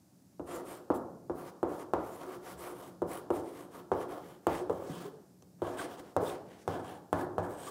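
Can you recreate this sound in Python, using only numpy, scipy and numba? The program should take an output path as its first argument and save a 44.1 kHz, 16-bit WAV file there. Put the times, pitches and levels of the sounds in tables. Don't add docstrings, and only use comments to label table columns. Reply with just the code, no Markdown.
import sys
import numpy as np
from scipy import signal
from scipy.fft import rfft, irfft
from scipy.io import wavfile
from scipy.ndimage import uniform_filter1d
from numba import njit

SR = 44100
rng = np.random.default_rng(int(sys.argv[2]) if len(sys.argv) > 2 else 0)


def store_wav(level_fs):
    pcm = np.round(np.clip(np.atleast_2d(level_fs), -1, 1) * 32767)
    wavfile.write(sys.argv[1], SR, pcm.T.astype(np.int16))


def undo_db(level):
    steps = np.asarray(level, float) / 20
    return 10 ** steps


N = 339570

# t/s, peak level/dB, crack level/dB, panel f/Hz, panel ring level/dB
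LANDINGS = [(0.396, -41.5, -19.5, 300, 4), (0.9026, -19, -30.5, 301, -6), (1.2974, -29.5, -28.5, 340, -2.5),
            (1.6299, -21.5, -26.5, 335, -6), (1.9359, -16, -25.5, 325, -15), (3.0195, -29.5, -18, 349, 2),
            (3.304, -24, -21, 349, -1), (3.9172, -18, -28, 366, -7), (4.4689, -15.5, -18, 333, -11),
            (4.6969, -28, -20, 431, 1), (5.4238, -55.5, -5.5, 366, -3.5), (5.6195, -33, -16, 349, 4),
            (6.1652, -18, -18.5, 530, -4.5), (6.678, -21.5, -21.5, 352, -12.5),
            (7.1292, -16, -21, 604, -19.5), (7.3818, -19.5, -24.5, 610, -11.5)]


def strikes(db):
    x = np.zeros(N)
    x[(np.array(LANDINGS)[:, 0] * SR).astype(int)] = undo_db(db)
    return x


def taps():
    t_s, peak_db, crack_db, panel_hz, ring_db = np.transpose(LANDINGS)
    direct = contact_push(t_s, peak_db, ring_db)
    crack = stick_crack(peak_db + crack_db)
    board = board_ring(t_s, peak_db, panel_hz, ring_db)
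    return direct + crack + np.roll(board, 40)


def push_shape():
    t = (np.arange(int(.003 * SR)) / SR - .0011) / .00026
    return -(t + .12) * np.exp(.5 - .5 * t ** 2)


def contact_push(t_s, peak_db, ring_db):
    direct = np.convolve(strikes(peak_db + 2), push_shape())[26:N + 26]
    for when_s, db in zip(t_s, peak_db + 2 * ring_db - 0.5):
        add_tone(direct, when_s - .0003, db, hz=600, swell_s=.0005, t60_s=0.029)
    return direct


# f/Hz, level/dB
CRACK = [(800, -21), (2000, 4), (3300, 9), (5000, -6), (6500, 1), (9000, 3), (12000, -10), (16000, -0.5)]


def stick_crack(db):
    decay = np.exp(-np.arange(int(.02 * SR)) / SR / .0022)
    return np.convolve(strikes(db), decay)[:N] * level(colour(rng.standard_normal(N), CRACK))


# f/Hz, level at start/dB, level at end/dB, t60/s
THUMP = [(70, 0.5, -13, 0.38), (97.5, 0, 2, 0.35), (162, 3, 1.5, 0.19), (178.6, 4.5, -15, 0.25)]
BODY = [(305.6, -30, -6, 0.2), (266.3, -8, -13, 0.2), (353.6, 5, -10, 0.099), (361.2, -5, -8, 0.45),
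        (410, 0, 7.5, 0.022), (461, 0.5, -1.5, 0.029), (481.6, -6, -7.5, 0.23), (544, 4.5, -4.5, 0.031),
        (670, -32, -12, 0.033), (681, -29, 8, 0.019), (742, 4.5, 8.5, 0.026), (764, -19, -37, 0.039)]
KNOCK = [(923, 0, -3.5, 0.048), (1077, 5, 1.5, 0.03), (1186, 9, 2.5, 0.017), (1429, 0.5, 0.5, 0.028),
         (1470, -2, 4, 0.016), (1716, -15, -5.5, 0.038), (1960, -8, -11, 0.012)]
# t/s, level/dB, panel f/Hz, swell/s, t60/s
JOLTS = [(2.249, -32.5, 375, 0.017, 0.23), (2.529, -44.5, 70, 0.031, 0.24), (2.5, -38, 390, 0.029, .1),
         (3.71, -49, 448, 0.0011, 0.034), (4.61, -30, 363, 0.011, 0.16), (4.835, -33, 400, 0.014, 0.13),
         (4.894, -31, 276, 0.0012, 0.062), (4.897, -32, 159.4, 0.0051, 0.15),
         (5.049, -32, 410, 0.0044, 0.12), (5.677, -25.5, 600, 0.0012, 0.037),
         (6.227, -19, 428.7, 0.00093, 0.04), (7.39, -37, 294, 0.0061, 0.37)]
# delay/s, level/dB
ECHOES = [(.0016, -9), (.0056, -4), (.0076, -3), (.0098, -8), (.0165, -9)]


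def board_ring(t_s, peak_db, panel_hz, ring_db):
    thump_db = -50.5 + 12.5 * (t_s * SR / N) ** 1.5 + 0.2 * (peak_db + 24.5)
    board = modes(blow(np.minimum(thump_db, peak_db - 9)), THUMP)
    board += modes(blow(peak_db + ring_db - 6), BODY)
    board += modes(blow(peak_db - 21 - .6 * ring_db), KNOCK)
    dull = np.convolve(strikes(peak_db + ring_db + 7), push_shape())[:N]
    dull = band(dull, 540, 500)
    for delay_s, db in ECHOES:
        board += undo_db(db) * np.roll(dull, int(delay_s * SR) - 40)
    for when_s, db, hz in zip(t_s, peak_db + ring_db + 7.5, panel_hz):
        add_tone(board, when_s, db, hz, swell_s=.003, t60_s=.06)
    for jolt in JOLTS:
        add_tone(board, *jolt)
    return board


def blow(db):
    contact = signal.windows.hann(int(0.001 * SR))
    return np.convolve(strikes(db), contact / contact.sum())[:N]


def modes(force, table):
    out = np.zeros(N)
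    for k, (hz, start_db, end_db, t60_s) in enumerate(table):
        r = np.exp(-np.log(1000) / (t60_s * SR))
        w = 2 * np.pi * hz / SR
        reach = (-1) ** k * np.linspace(undo_db(start_db), undo_db(end_db), N)
        out += signal.lfilter([0, r * np.sin(w)], [1, -2 * r * np.cos(w), r * r], force * reach)
    return out


def add_tone(out, t_s, db, hz, swell_s, t60_s):
    i = int(t_s * SR)
    t = np.arange(min(SR // 2, N - i)) / SR
    envelope = undo_db(db - 60 * t / t60_s) * (1 - np.exp(-(t / swell_s) ** 2))
    out[i:i + len(t)] += envelope * np.sin(2 * np.pi * hz * t)


def strokes():
    touch, drag, press = contact_level() * motion()
    bright = touch + 0.21 * (drag - touch)
    stick, grind = stick_and_grind()
    return bright * (grain_hiss() + stick) + drag * grind + board_rumble(press)


def contact_level():
    ramp = np.linspace(0, 1, 1800)
    lifted = signal.fftconvolve(strikes(np.zeros(len(LANDINGS))), ramp)[1800:N + 1800]
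    contact = undo_db(-18 * np.append(lifted, 0)[:N])
    contact *= undo_db(1.1 * walk(70))
    contact *= undo_db(1.8 * walk(300))
    return contact


# t of top speed/s, speeding up/s, slowing down/s, hiss level/dB, pressure level/dB
FIRST_WORD = [(.535, 0.082, .1, -51.5, 13), (.7, 0.066, 0.12, -51, 7.5), (.955, 0.021, 0.031, -51, 11.5),
              (1.39, 0.048, 0.09, -52.5, 8.5), (1.48, 0.045, 0.032, -50.5, 4.5),
              (1.72, 0.053, 0.061, -55, 13.5), (1.81, 0.065, 0.036, -53.5, 11.5),
              (2.16, 0.19, 0.12, -55.5, 8), (2.24, .05, 0.13, -57, 14.5), (2.33, 0.066, 0.053, -53.5, 11),
              (2.5, 0.1, 0.063, -52, 7.5), (2.64, 0.08, 0.13, -53, 12.5), (2.81, 0.093, 0.12, -55.5, 9),
              (3.15, .09, 0.068, -49.5, 9.5), (3.37, 0.066, 0.056, -52, 11.5),
              (3.49, 0.076, 0.034, -59.5, 3), (3.598, 0.12, 0.082, -56.5, 10),
              (3.752, 0.058, 0.085, -57, 11.5), (4.01, 0.074, .06, -55.5, 14),
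              (4.13, 0.062, 0.077, -56.5, 17.5), (4.28, 0.12, 0.1, -59, 7),
              (4.56, 0.14, 0.092, -51.5, 10.5), (4.76, 0.12, 0.28, -59, 8.5),
              (5.031, 0.26, 0.066, -49.5, 6)]
SECOND_WORD = [(5.68, 0.1, 0.14, -57, 18.9), (5.801, 0.041, 0.087, -47.5, 11.6),
               (5.93, 0.061, 0.053, -58.5, 13.5), (5.99, 0.024, 0.033, -55.5, 12),
               (6.07, 0.068, 0.12, -65.5, 10), (6.27, 0.078, 0.083, -48, 11.6),
               (6.34, .04, 0.036, -54.5, 10), (6.55, .12, 0.14, -64.5, 7.8), (6.74, 0.099, 0.12, -58, 21.1),
               (6.9, 0.088, 0.097, -56, 12.6), (7.2, 0.094, 0.062, -53.5, 20.5),
               (7.44, 0.023, .06, -58.5, 23), (7.52, .04, 0.058, -55.5, 13), (7.66, 0.11, 0.17, -49, 7.7)]


def motion():
    speed_power, trail_db, trail_s = 1.27, -16, 0.041
    skid_hiss_db, skid_press_db, skid_s = -35, -13, 0.042
    t = np.arange(N) / SR
    hiss, press = np.full(N, 1e-12), np.full(N, 1e-12)
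    for t_s, rise_s, fall_s, db, press_db in FIRST_WORD + SECOND_WORD:
        i = slice(int((t_s - rise_s) * SR), int((t_s + fall_s + 8 * trail_s) * SR))
        late = t[i] - t_s
        speed = np.maximum(1 - (late / np.where(late < 0, rise_s, fall_s)) ** 2, 0)
        trail = undo_db(2 * trail_db) * np.exp(-2 * np.maximum(late - fall_s, 0) / trail_s)
        power = speed ** (2 * speed_power) + (late > 0) * trail
        hiss[i] += undo_db(2 * db) * power
        press[i] += undo_db(2 * (db + press_db)) * power
    landing_power = strikes(2 * np.array(LANDINGS)[:, 1])
    skid = signal.lfilter([1], [1, -np.exp(-2 / (skid_s * SR))], landing_power)
    drag = hiss + undo_db(2 * skid_hiss_db) * skid
    press = press + undo_db(2 * skid_press_db) * skid
    return np.sqrt(hiss), np.sqrt(drag), np.sqrt(press)


# f/Hz, level/dB
HISS = [(880, -15.5), (1500, -1), (2020, -15), (2160, -23.5), (2690, -27), (3250, -29), (4000, -17.5),
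        (6760, -16), (8490, -15.5), (14800, -15.5), (16000, -3.5)]


def grain_hiss():
    hiss = level(colour(grains(1.5), HISS), -3)
    flutter = np.zeros(N)
    for hz in (1900, 2500, 3300, 4300, 5600, 7200, 9200, 11700, 14500):
        flutter += (undo_db(4 * walk(28)) - 1) * band(hiss, hz, hz / 4)
    return level(hiss + flutter, -3)


# t/s, squeak level/dB, low grind level/dB, squeak centre f/Hz
GRIP = [(.5, 2.5, -0.5, 8960), (.95, -1, -5, 9600), (1.45, -8, -7.5, 10100), (1.8, 0, -1.5, 8600),
        (2.2, -4.5, -1.5, 9000), (2.35, -5, -1, 8900), (2.65, 1.5, 1.5, 10100), (2.85, -1, -0.5, 8360),
        (3.2, 2.5, -1.5, 10200), (3.6, -2.5, -1.5, 8400), (4.05, -2, 0.5, 10200), (4.5, -3.5, 2, 8300),
        (5, -9.5, -5, 7900), (5.8, -1, 4, 8950), (6.25, -3.5, 0, 9050), (6.55, -8, 6.5, 8260),
        (6.9, -4.5, 0.5, 8850), (7.6, -0.5, -2.5, 8700)]
# ratio to centre, width/Hz, level/dB
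STICK = [(.8, 500, -5), (.95, 600, 0), (1.06, 600, -1), (1.2, 1200, -4), (1.4, 2000, -5)]
# f/Hz, width/Hz, level/dB
GRIND = [(1935, 670, 5), (3116, 500, 1.5), (3720, 140, -5.5), (5620, 3300, -7.5)]


def stick_and_grind():
    t_s, *columns = np.transpose(GRIP)
    stick_db, grind_db, centre_hz = (np.interp(np.arange(N) / SR, t_s, c) for c in columns)
    patchy_db = 4
    stick, grind = np.zeros(N), np.zeros(N)
    for ratio, width_hz, db in STICK:
        ring = glide(grains(3.04), np.minimum(ratio * centre_hz, 15000), 1. * width_hz)
        stick += undo_db(db + patchy_db * walk(17)) * ring
    for hz, width_hz, db in GRIND:
        grind += undo_db(db + patchy_db * walk(20)) * band(grains(0.43), hz, width_hz)
    return undo_db(stick_db) * level(stick, -7.0), undo_db(grind_db) * level(grind, -5.5)


def board_rumble(press):
    force = grains(0.97) * press
    return undo_db(-32.0) * modes(force, BODY) + undo_db(-34.5) * modes(force, KNOCK) + undo_db(-64) * modes(force, THUMP)


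def grains(spread_db):
    return level(rng.standard_normal(N) * undo_db(spread_db * np.minimum(rng.exponential(size=N), 6)))


@njit
def glide(x, hz, width):
    y, b, l = np.empty(len(x)), 0., 0.
    for i in range(len(x)):
        g, k = np.tan(np.pi * hz[i] / SR), width / hz[i]
        v = (b + g * (x[i] - l)) / (1 + g * (g + k))
        b, l, y[i] = 2 * v - b, l + 2 * g * v, k * v
    return y


# t of middle/s, length/s, f/Hz, level/dB
SQUEAKS = [(5.8, 0.082, 3200, -56), (5.795, 0.035, 1530, -41.5), (5.816, .02, 1100, -40),
           (5.79, .03, 8500, -58), (6.27, 0.044, 3520, -51.5), (6.298, 0.019, 3550, -50),
           (6.3, .02, 2500, -58), (6.29, .04, 8500, -63), (7.68, .05, 1150, -46), (7.63, .1, 3150, -63),
           (2.14, .09, 7100, -66), (2.6, .06, 9500, -60), (2.625, .07, 12000, -60), (2.6, .09, 8000, -63),
           (.6, .09, 1900, -65), (2.66, .09, 2250, -62), (5.424, 0.0071, 6300, -60),
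           (5.425, .008, 990, -65)]


def squeaks():
    q, slip_spread_db = 12, 3
    out = np.zeros(N)
    for t_s, length_s, hz, db in SQUEAKS:
        start = int((t_s - length_s / 2) * SR)
        shape = signal.windows.hann(int(length_s * SR))[:N - start]
        slips = rng.standard_normal((SR // 4, 2))[:len(shape)]
        force = slips[:, 0] * undo_db(slip_spread_db * slips[:, 1])
        out[start:][:len(shape)] += shape * level(band(force, hz, hz / q), db)
    return out


# f/Hz, t60/s
ROOM = [(60, 0.58), (160, 0.77), (420, 0.84), (1100, 0.61), (1900, 0.72), (3000, 0.65), (9000, 0.2)]
# f/Hz, level/dB
ROOM_COLOUR = [(40, -17.5), (150, -2.5), (350, -7.5), (700, -2), (1500, -5.5), (1950, -17), (5000, -4),
               (15000, -33)]


def classroom(x):
    late = np.append(np.zeros(int(0.0068 * SR)), x)[:N]
    out = np.zeros(N)
    for hz in 50 * 2 ** np.arange(0, 8.3, 1 / 3):
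        edges_hz = hz * 2 ** np.array([-1 / 6, 1 / 6])
        third = signal.butter(3, edges_hz, "band", fs=SR, output="sos")
        keep = np.exp(-2 * np.log(1000) / (read(ROOM, hz) * SR))
        stored = signal.lfilter([1 / (.05 * SR)], [1, -keep], signal.sosfilt(third, late) ** 2)
        diffuse = level(signal.sosfilt(third, rng.standard_normal(N)))
        out += undo_db(read(ROOM_COLOUR, hz)) * np.sqrt(stored) * diffuse
    return out


# f/Hz, level/dB
AIR = [(18, -60.5), (30, -35.5), (145, -6), (161, -16.5), (179, 0), (199, -10), (295, -12), (473, -26.5),
       (600, -24.5), (1070, -36), (3220, -44.5), (5040, -37), (7670, -37.5), (16000, -42)]


def floor():
    noise = colour(rng.standard_normal(N), AIR)
    low = signal.sosfilt(signal.butter(2, 700, fs=SR, output="sos"), noise)
    waver = undo_db(np.clip(5 * walk(7.6), -3, 3))
    return level(noise + low * (waver - 1), -59.5)


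def level(x, db=0):
    return x * undo_db(db) / np.sqrt(np.mean(x ** 2))


def read(table, hz):
    f, value = np.transpose(table)
    return np.interp(np.log(np.maximum(hz, 1)), np.log(f), value)


def colour(x, table):
    return irfft(rfft(x) * undo_db(read(table, np.fft.rfftfreq(len(x), 1 / SR))), len(x))


def band(x, hz, width_hz):
    return signal.lfilter(*signal.iirpeak(hz, hz / width_hz, SR), x)


def walk(rate_hz):
    k = int(SR / rate_hz)
    held = np.repeat(rng.standard_normal(N // k + 1), k)
    return uniform_filter1d(uniform_filter1d(held, k), k)[:N]


def scene():
    chalk = taps() + strokes()
    return (chalk + squeaks() + classroom(chalk) + floor())[None]


def top_cut(x):
    return signal.sosfilt(signal.butter(12, 16610, fs=SR, output="sos"), x)


def record(dry):
    thin = signal.sosfilt(signal.butter(3, 50, "high", fs=SR, output="sos"), dry)
    cut = signal.sosfilt(signal.cheby2(14, 45, 16050, fs=SR, output="sos"), thin)
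    return top_cut(cut)


dry = scene()
out = record(dry)
store_wav(out)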